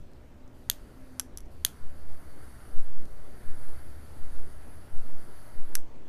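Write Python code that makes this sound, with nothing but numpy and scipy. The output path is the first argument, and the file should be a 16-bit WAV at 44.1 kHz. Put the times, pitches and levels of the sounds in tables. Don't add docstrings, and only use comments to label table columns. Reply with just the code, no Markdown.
import sys
import numpy as np
from scipy import signal
from scipy.fft import rfft, irfft, next_fast_len
from scipy.io import wavfile
from scipy.ndimage import uniform_filter1d, minimum_filter1d, map_coordinates

SR = 44100
rng = np.random.default_rng(int(sys.argv[2]) if len(sys.argv) > 2 else 0)


def makeup_ratio(level_db):
    decades = np.asarray(level_db, float) / 20
    return 10 ** decades


def wav_out(sig):
    wavfile.write(sys.argv[1], SR, np.round(np.clip(np.atleast_2d(sig).T, -1, 1) * 32767).astype(np.int16))


N = 268524


def unit(x):
    return x / np.sqrt(np.mean(x ** 2) + 1e-20)


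def along(points, hz):
    f, v = np.transpose(points)
    return np.interp(np.log(hz + 1), np.log(f + 1), v)


def shaped(spectrum):
    return lambda hz: makeup_ratio(along(spectrum, hz))


def curves(rows):
    s, *cols = np.transpose(rows)
    return [np.interp(np.arange(N) / SR, s, c) for c in cols]


def wobble(rate):
    knots = rng.standard_normal(int(N * rate / SR) + 4)
    return map_coordinates(knots, [np.arange(N) * rate / SR])


def ramp(s, length, from_db):
    return from_db * (1 - np.clip((np.arange(N) / SR - s) / length, 0, 1))


def fall(s, length):
    return -40 - ramp(s, length, -40)


def fade(s, length, edge_s):
    t = np.arange(N) / SR
    return np.clip(np.minimum(t - s, s + length - t) / edge_s + .5, 0, 1)


def tone(hz):
    return np.sin(2 * np.pi * np.cumsum(hz) / SR)


def filtered(x, response):
    m = next_fast_len(len(x) + SR // 2)
    return irfft(rfft(x, m) * response(np.fft.rfftfreq(m, 1 / SR)), m)[:len(x)]


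def rush(response, patchy_db):
    z = signal.stft(rng.standard_normal(N), nperseg=512)[2]
    field = uniform_filter1d(rng.standard_normal(z.shape), size=6, axis=0)
    field = uniform_filter1d(field, size=14, axis=1)
    patchy = signal.istft(z * makeup_ratio(patchy_db * unit(field)), nperseg=512)[1][:N]
    return unit(filtered(patchy, response))


# (pitch [Hz], level per Hz [dB])
AIR = [(1, -19), (3, 13.5), (10, -4.5), (20, -9), (35, -3.5), (48, -18), (90, -64.5)]


def moving_air():
    gust_db = -0.5 * wobble(2.7)
    return makeup_ratio(-57 + 12.5 + gust_db) * rush(shaped(AIR), patchy_db=-2.0)


# (pitch [Hz], level per Hz [dB])
ENGINES = [(35, -30.5), (60, 0.5), (75, 2), (95, -7), (120, -7), (160, -11.5), (300, -54.5)]
# (time [s], level [dB])
TRAFFIC = [(0.0, -43.5), (0.05, -53), (1.29, -55.5), (1.56, -50.5), (3.0, -56), (3.03, -52.5), (3.48, -54),
           (4.22, -52), (5.94, -57), (6.09, -56)]


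def far_engines():
    engines_db, = curves(TRAFFIC)
    return makeup_ratio(engines_db - 1.0) * rush(shaped(ENGINES), patchy_db=-0.76)


# (start [s], length [s], pitch [Hz], level [dB])
NOTES = [
    (0, 6.8, 120, -65.5),
    (1.15, 2.25, 64, -58.5),
    (1.452, 1.2, 77, -57.5),
    (3.4, 1.63, 87, -60.5),
    (3.6, 1.23, 72, -56),
    (4.6, 0.95, 110, -60.5),
]


def engine_notes():
    out = np.zeros(N)
    for s, length, hz, db in NOTES:
        level = makeup_ratio(db + 3.5 + 3.3 * wobble(4)) * fade(s, length, edge_s=0.36)
        out += level * tone(hz + 1.8 * wobble(3))
    return out


# (pitch [Hz], level per Hz [dB])
TYRES = [(100, -31), (200, 0), (350, -2.5), (600, -7.5), (1000, -14), (2000, -22), (4000, -29.5),
         (8000, -35.5), (16000, -41.5)]


def far_tyres():
    rise_db = 0.39 * np.arange(N) / SR
    return makeup_ratio(-57.5 + rise_db) * rush(shaped(TYRES), patchy_db=1.65)


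# (start [s], length [s], pitch [Hz], level [dB])
DRONE = [
    (.36, .16, 255, -63),
    (.52, .41, 260, -69),
    (.935, .345, 260, -58.5),
    (1.28, .3, 252, -69),
]


def distant_drone():
    swells = sum(makeup_ratio(db) * fade(s, length, edge_s=.03) for s, length, _, db in DRONE)
    middles = [s + length / 2 for s, length, _, _ in DRONE]
    hz = np.interp(np.arange(N) / SR, middles, [row[2] for row in DRONE])
    hz = hz + 1.5 * wobble(8.74)
    return swells * makeup_ratio(5.5 + 1.4 * wobble(16)) * tone(hz)


# (pitch [Hz], level [dB])
FAN = [(592, -70.5)]


def fan_hum():
    return sum(makeup_ratio(db + 2.5 + 2.1 * wobble(6.6)) * tone(hz + 3 * wobble(8)) for hz, db in FAN)


def street():
    return moving_air() + far_engines() + far_tyres() + distant_drone() + fan_hum() + engine_notes()


def resonances(modes):
    def response(f):
        out = 0
        for k, (c, w, db) in enumerate(modes):
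            out = out + (-1) ** k * makeup_ratio(db) * 1j * f * w / (c * c - f * f + 1j * f * w)
        return out
    return response


def evened(x, size):
    spectrum = rfft(x)
    power = uniform_filter1d(np.abs(spectrum) ** 2, size=size)
    cepstrum = irfft(-.5 * np.log(power + 1e-12), len(x))
    cepstrum[1:len(x) // 2] *= 2
    cepstrum[len(x) // 2 + 1:] = 0
    return irfft(spectrum * np.exp(rfft(cepstrum)), len(x))


def snap(body, t60, chatter_db):
    t = np.arange(SR // 3) / SR
    contacts = makeup_ratio(chatter_db - 60 * t / t60) * rng.standard_normal(len(t))
    contacts[0] = 1
    small_source = lambda f: (1j * f / (700 + 1j * f)) ** 2
    hit = filtered(evened(contacts, size=90), lambda f: resonances(body)(f) * small_source(f))
    return hit / np.abs(hit).max()


# (delay [s], level [dB])
WALLS = [
    (.0036, -34),
    (0.0144, -20),
]
# (pitch [Hz], time to fall 60 dB [s])
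PATIO = [(800, .16), (3000, 0.21), (7000, 0.2), (15000, 0.18)]


def in_patio(hit, body, wet_db, echo_db):
    t = np.arange(len(hit)) / SR
    hz, frames, z = signal.stft(rng.standard_normal(len(hit)), SR, nperseg=256)
    decay = makeup_ratio(-60 * frames / along(PATIO, hz)[:, None])
    tail = signal.istft(z * decay, SR, nperseg=256)[1][:len(hit)]

    def blurred(f):
        power = sum(makeup_ratio(2 * db) / (1 + ((f - c) / (0.76 * w)) ** 2) for c, w, db in body)
        return np.sqrt(power) * (f > 900)

    tail = filtered(tail, blurred) * (1 - np.exp(-t / .003))
    tail = tail * np.linalg.norm(hit) / np.linalg.norm(tail)
    echoes = sum(makeup_ratio(db) * np.roll(hit, round(s * SR)) for s, db in WALLS)
    echoes = filtered(echoes, lambda f: 1 / (1 + 1j * f / 9000))
    return hit + makeup_ratio(echo_db) * echoes + makeup_ratio(wet_db) * tail


def placed(hits):
    out = np.zeros(N + SR)
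    for s, hit in hits:
        out[round(s * SR):][:len(hit)] += hit
    return out[:N]


# (time [s], peak [dB], pitch [Hz], life [cycles])
TICKS = [(.116, -57, 8700, 6), (.1346, -54, 4200, 2), (.478, -52.5, 6200, 6.2), (1.171, -55, 8000, 1),
         (1.1942, -50, 10000, 1.52), (1.3715, -65, 9000, 1.7), (1.4155, -56, 9000, 2),
         (1.456, -58, 5500, 3), (1.4605, -56, 6500, 4), (1.6485, -48.5, 11000, 1.5),
         (3.055, -45, 5000, 0.92), (5.716, -54, 5500, 2), (5.7513, -50, 11000, 1.5)]


def rattles():
    return placed([(s, makeup_ratio(db) * snap([(hz, hz / cycles, 0)], 0.0086, chatter_db=-10))
                   for s, db, hz, cycles in TICKS])


# (time [s], peak [dB], jolt [dB], brightness [dB])
PRESS = [
    (.699, -2, -32.5, -4),
    (1.6492, -1, -29.5, 3),
]
# (pitch [Hz], width [Hz], level [dB])
PRESS_BODY = [(1805, 430, -5), (2630, 210, -43.5), (3340, 434, 3.5), (4600, 600, -1.5), (6480, 550, 2),
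              (9050, 500, 0), (10600, 830, -1), (12040, 430, 1.5), (13130, 570, 1), (14200, 300, -12.5),
              (694, 130, -11.5), (16060, 500, -11)]


def presses():
    t = np.arange(SR // 3) / SR
    jolt = np.sin(2 * np.pi * 105 * t) * makeup_ratio(-60 * t / 0.041)
    hits = []
    for s, db, jolt_db, bright_db in PRESS:
        body = [(hz, w, level + bright_db * (9500 < hz < 12000)) for hz, w, level in PRESS_BODY]
        crack = in_patio(snap(body, 0.007, chatter_db=-12.5), body, wet_db=-20.5, echo_db=0.5)
        hits.append((s, makeup_ratio(db) * (crack + makeup_ratio(jolt_db) * jolt)))
    return placed(hits)


# (time [s], peak [dB], time to fall 60 dB [s], low knock [dB], cap ring [dB])
RELEASE = [
    (1.1967, -9.5, 0.011, -2.5, -54),
    (1.3737, -26.5, 0.0071, -10.5, -48),
    (1.383, -37, 0.011, 1, -52),
    (1.405, -42, 0.006, 0, -57),
    (5.7534, -9, 0.01, -1, -51),
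]
# (pitch [Hz], width [Hz], level [dB])
RELEASE_BODY = [(1380, 560, -7), (3250, 420, -7), (5880, 580, -1.5), (7650, 210, -19.5), (7450, 210, -7),
                (11000, 360, 1), (12050, 400, -8), (14200, 320, -18.5), (14900, 510, -23),
                (640, 160, -13.5)]
# (pitch [Hz], width [Hz], level [dB])
CLOSE_BODY = [(1580, 380, -3), (2960, 180, -14.5), (4200, 120, -27), (5970, 620, 1), (8190, 130, -0.5),
              (11000, 850, 1), (12700, 140, -17), (13420, 440, -18.5), (14900, 240, -23)]
# (pitch [Hz], level [dB], time to fall 60 dB [s])
CAP = [(5940, -30, .12), (8600, 4, 0.24), (11080, -21.5, .12)]


def releases():
    t = np.arange(SR // 3) / SR
    ring = sum(makeup_ratio(level - 60 * t / decay) * np.sin(2 * np.pi * hz * t) for hz, level, decay in CAP)
    hits = []
    for s, db, t60, knock_db, cap_db in RELEASE:
        held = CLOSE_BODY if s == RELEASE[-1][0] else RELEASE_BODY
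        body = [(hz, w, level + knock_db * (hz < 5000)) for hz, w, level in held]
        clack = in_patio(snap(body, t60, chatter_db=-11.0), body, wet_db=-22.5, echo_db=-3)
        hits.append((s, makeup_ratio(db) * (clack + makeup_ratio(cap_db) * ring)))
    return placed(hits)


# (swell time [s], swell fall [s], swell level [dB], collapse time [s], collapse level [dB])
FLARES = [
    (1.865, 0.125, -16.7, 2.115, -17.5),
    (2.791, 0.047, -5.9, 2.986, -11.7),
    (3.507, 0.055, -11.3, 3.694, -16.3),
    (4.244, 0.138, -14.2, 4.393, -13.1),
    (4.98, 0.053, -9.2, 5.152, -15.4),
    (5.614, 0.059, -9.8, 5.79, -15.4),
]


def flares():
    t = np.arange(N) / SR

    def bump(s, rise_s, fall_s, sharp):
        return np.exp(-np.abs((t - s) / np.where(t < s, rise_s, fall_s)) ** sharp)

    push = np.zeros(N)
    for s, fall_s, db, end, end_db in FLARES:
        push -= makeup_ratio(db) * bump(s, .037, fall_s, 1.97)
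        push += makeup_ratio(end_db) * bump(end, .047, .108, 1.62)
    return filtered(push, lambda hz: 1j * hz / (1.47 + 1j * hz))


def flat_peak(hz, centre, width, db):
    return makeup_ratio(db) / (1 + (2 * (hz - centre) / width) ** 4) ** .5


# (pitch [Hz], level per Hz [dB])
HISS = [(1200, -36.5), (2400, -11), (4000, -8), (7500, -11), (9000, -8), (11500, -5.5), (13700, -10.5),
        (14100, -27.5), (14500, -22.5), (15300, -11.5)]
# (pitch [Hz], width [Hz], level on the hiss scale [dB])
VALVE_SEAT = (4600, 230, -4.5)


def hiss():
    return rush(lambda hz: shaped(HISS)(hz) + flat_peak(hz, *VALVE_SEAT), patchy_db=1.5)


# (time [s], pitch [Hz], level against the whistle [dB])
OVERTONE = [(1, 9140, 0), (1.8, 9175, -10), (2.5, 9040, -4.5), (3.6, 9050, -4.5), (4, 9050, -14),
            (4.5, 9050, -2.5), (4.8, 9000, -16), (4.95, 8700, -5), (5.25, 9050, -11)]


def overtone(width_hz):
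    hz, db = curves(OVERTONE)
    turn = 2 * np.pi * np.cumsum(hz) / SR
    narrow = lambda f: 1 / (1 + (2 * f / width_hz) ** 4)
    slow = [rush(narrow, patchy_db=-1.5) for _ in range(2)]
    return makeup_ratio(db) * (slow[0] * np.cos(turn) + slow[1] * np.sin(turn))


# (pitch [Hz], width [Hz], level [dB])
NOZZLE = [(4596, 210, -11), (8660, 550, -14), (10730, 880, -0.5), (12000, 310, -11.5), (12900, 190, -11),
          (13670, 190, -9.5)]


def whistle():
    tube = lambda hz: sum(flat_peak(hz, *mode) for mode in NOZZLE)
    return rush(tube, patchy_db=2.0) + overtone(width_hz=430)


# (pitch [Hz], level per Hz [dB])
ROAR = [(300, -19.5), (700, 0.5), (1100, -3.5), (1350, 1.5), (1800, -3.5), (2150, -6.5), (2500, -32),
        (4000, -37)]


def roar():
    return rush(shaped(ROAR), patchy_db=1.0)


# (opens [s], spark [s], shuts [s], flow [dB])
VALVE = [
    (0.496, 0.693, 1.19, -2),
    (1.46, 1.649, 5.75, 0),
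]


def valve():
    gas = sings = burns = 0
    warm_s, catch_s = 0.099, 0.042
    for opens, spark, shuts, db in VALVE:
        flow_db = db + ramp(opens, .058, -35) + fall(shuts, .12)
        gas = gas + makeup_ratio(flow_db + ramp(spark, warm_s, -3.5))
        sings = sings + makeup_ratio(2.2 * db + flow_db + ramp(spark, warm_s, -8.5))
        flame_db = 1.9 * db + ramp(spark - catch_s, catch_s, -44.5)
        burns = burns + makeup_ratio(flame_db + fall(shuts + .03, 0.11))
    return gas, sings, burns


# (time [s], closeness [dB], turn from hiss toward whistle [dB])
HAND = [(1.8, -2.5, -2), (2.2, 0.5, 0), (2.83, -0.5, 0), (3.1, -1, -1.5), (3.73, 0.5, 0), (4, 2, -.5),
        (4.4, -1, -0.5), (4.85, 2, 1), (5.3, 1.5, 0), (5.73, 1.5, 2)]


def jet():
    near_db, turn_db = curves(HAND)
    gas, sings, burns = valve()
    flutter_db = 1.3 * wobble(3.01) + .5 * wobble(19)
    out = gas * makeup_ratio(-67.5 + near_db - turn_db + flutter_db) * hiss()
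    out += sings * makeup_ratio(-69 + near_db + turn_db + flutter_db) * whistle()
    out += burns * makeup_ratio(-62.5 + 0.29 * near_db + flutter_db) * roar()
    return out


def scene():
    return (street() + rattles() + presses() + releases() + flares() + jet())[None]


def masked(x, under_db):
    hz, _, z = signal.stft(x, SR, nperseg=1024)
    power = uniform_filter1d(np.abs(z) ** 2, size=5, axis=0)
    power = uniform_filter1d(power, size=2, axis=1)
    loud = power[(hz > 10000) & (hz < 11500)].mean(axis=0)
    calm = minimum_filter1d(1. * (loud < 8 * np.median(loud)), size=5)
    lost = (power < makeup_ratio(-4 * under_db) * loud * calm) & (hz[:, None] > 9000)
    return signal.istft(z * ~lost, SR, nperseg=1024)[1][:N]


def roll_off(x):
    return signal.sosfilt(signal.butter(12, 16570, fs=SR, output="sos"), x)


def record(dry):
    edge = signal.ellip(9, .2, 27, 15280, fs=SR, output="sos")
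    mix = signal.sosfilt(edge, masked(dry[0], under_db=7.5))[None]
    return roll_off(mix)


dry = scene()
out = record(dry)
wav_out(out)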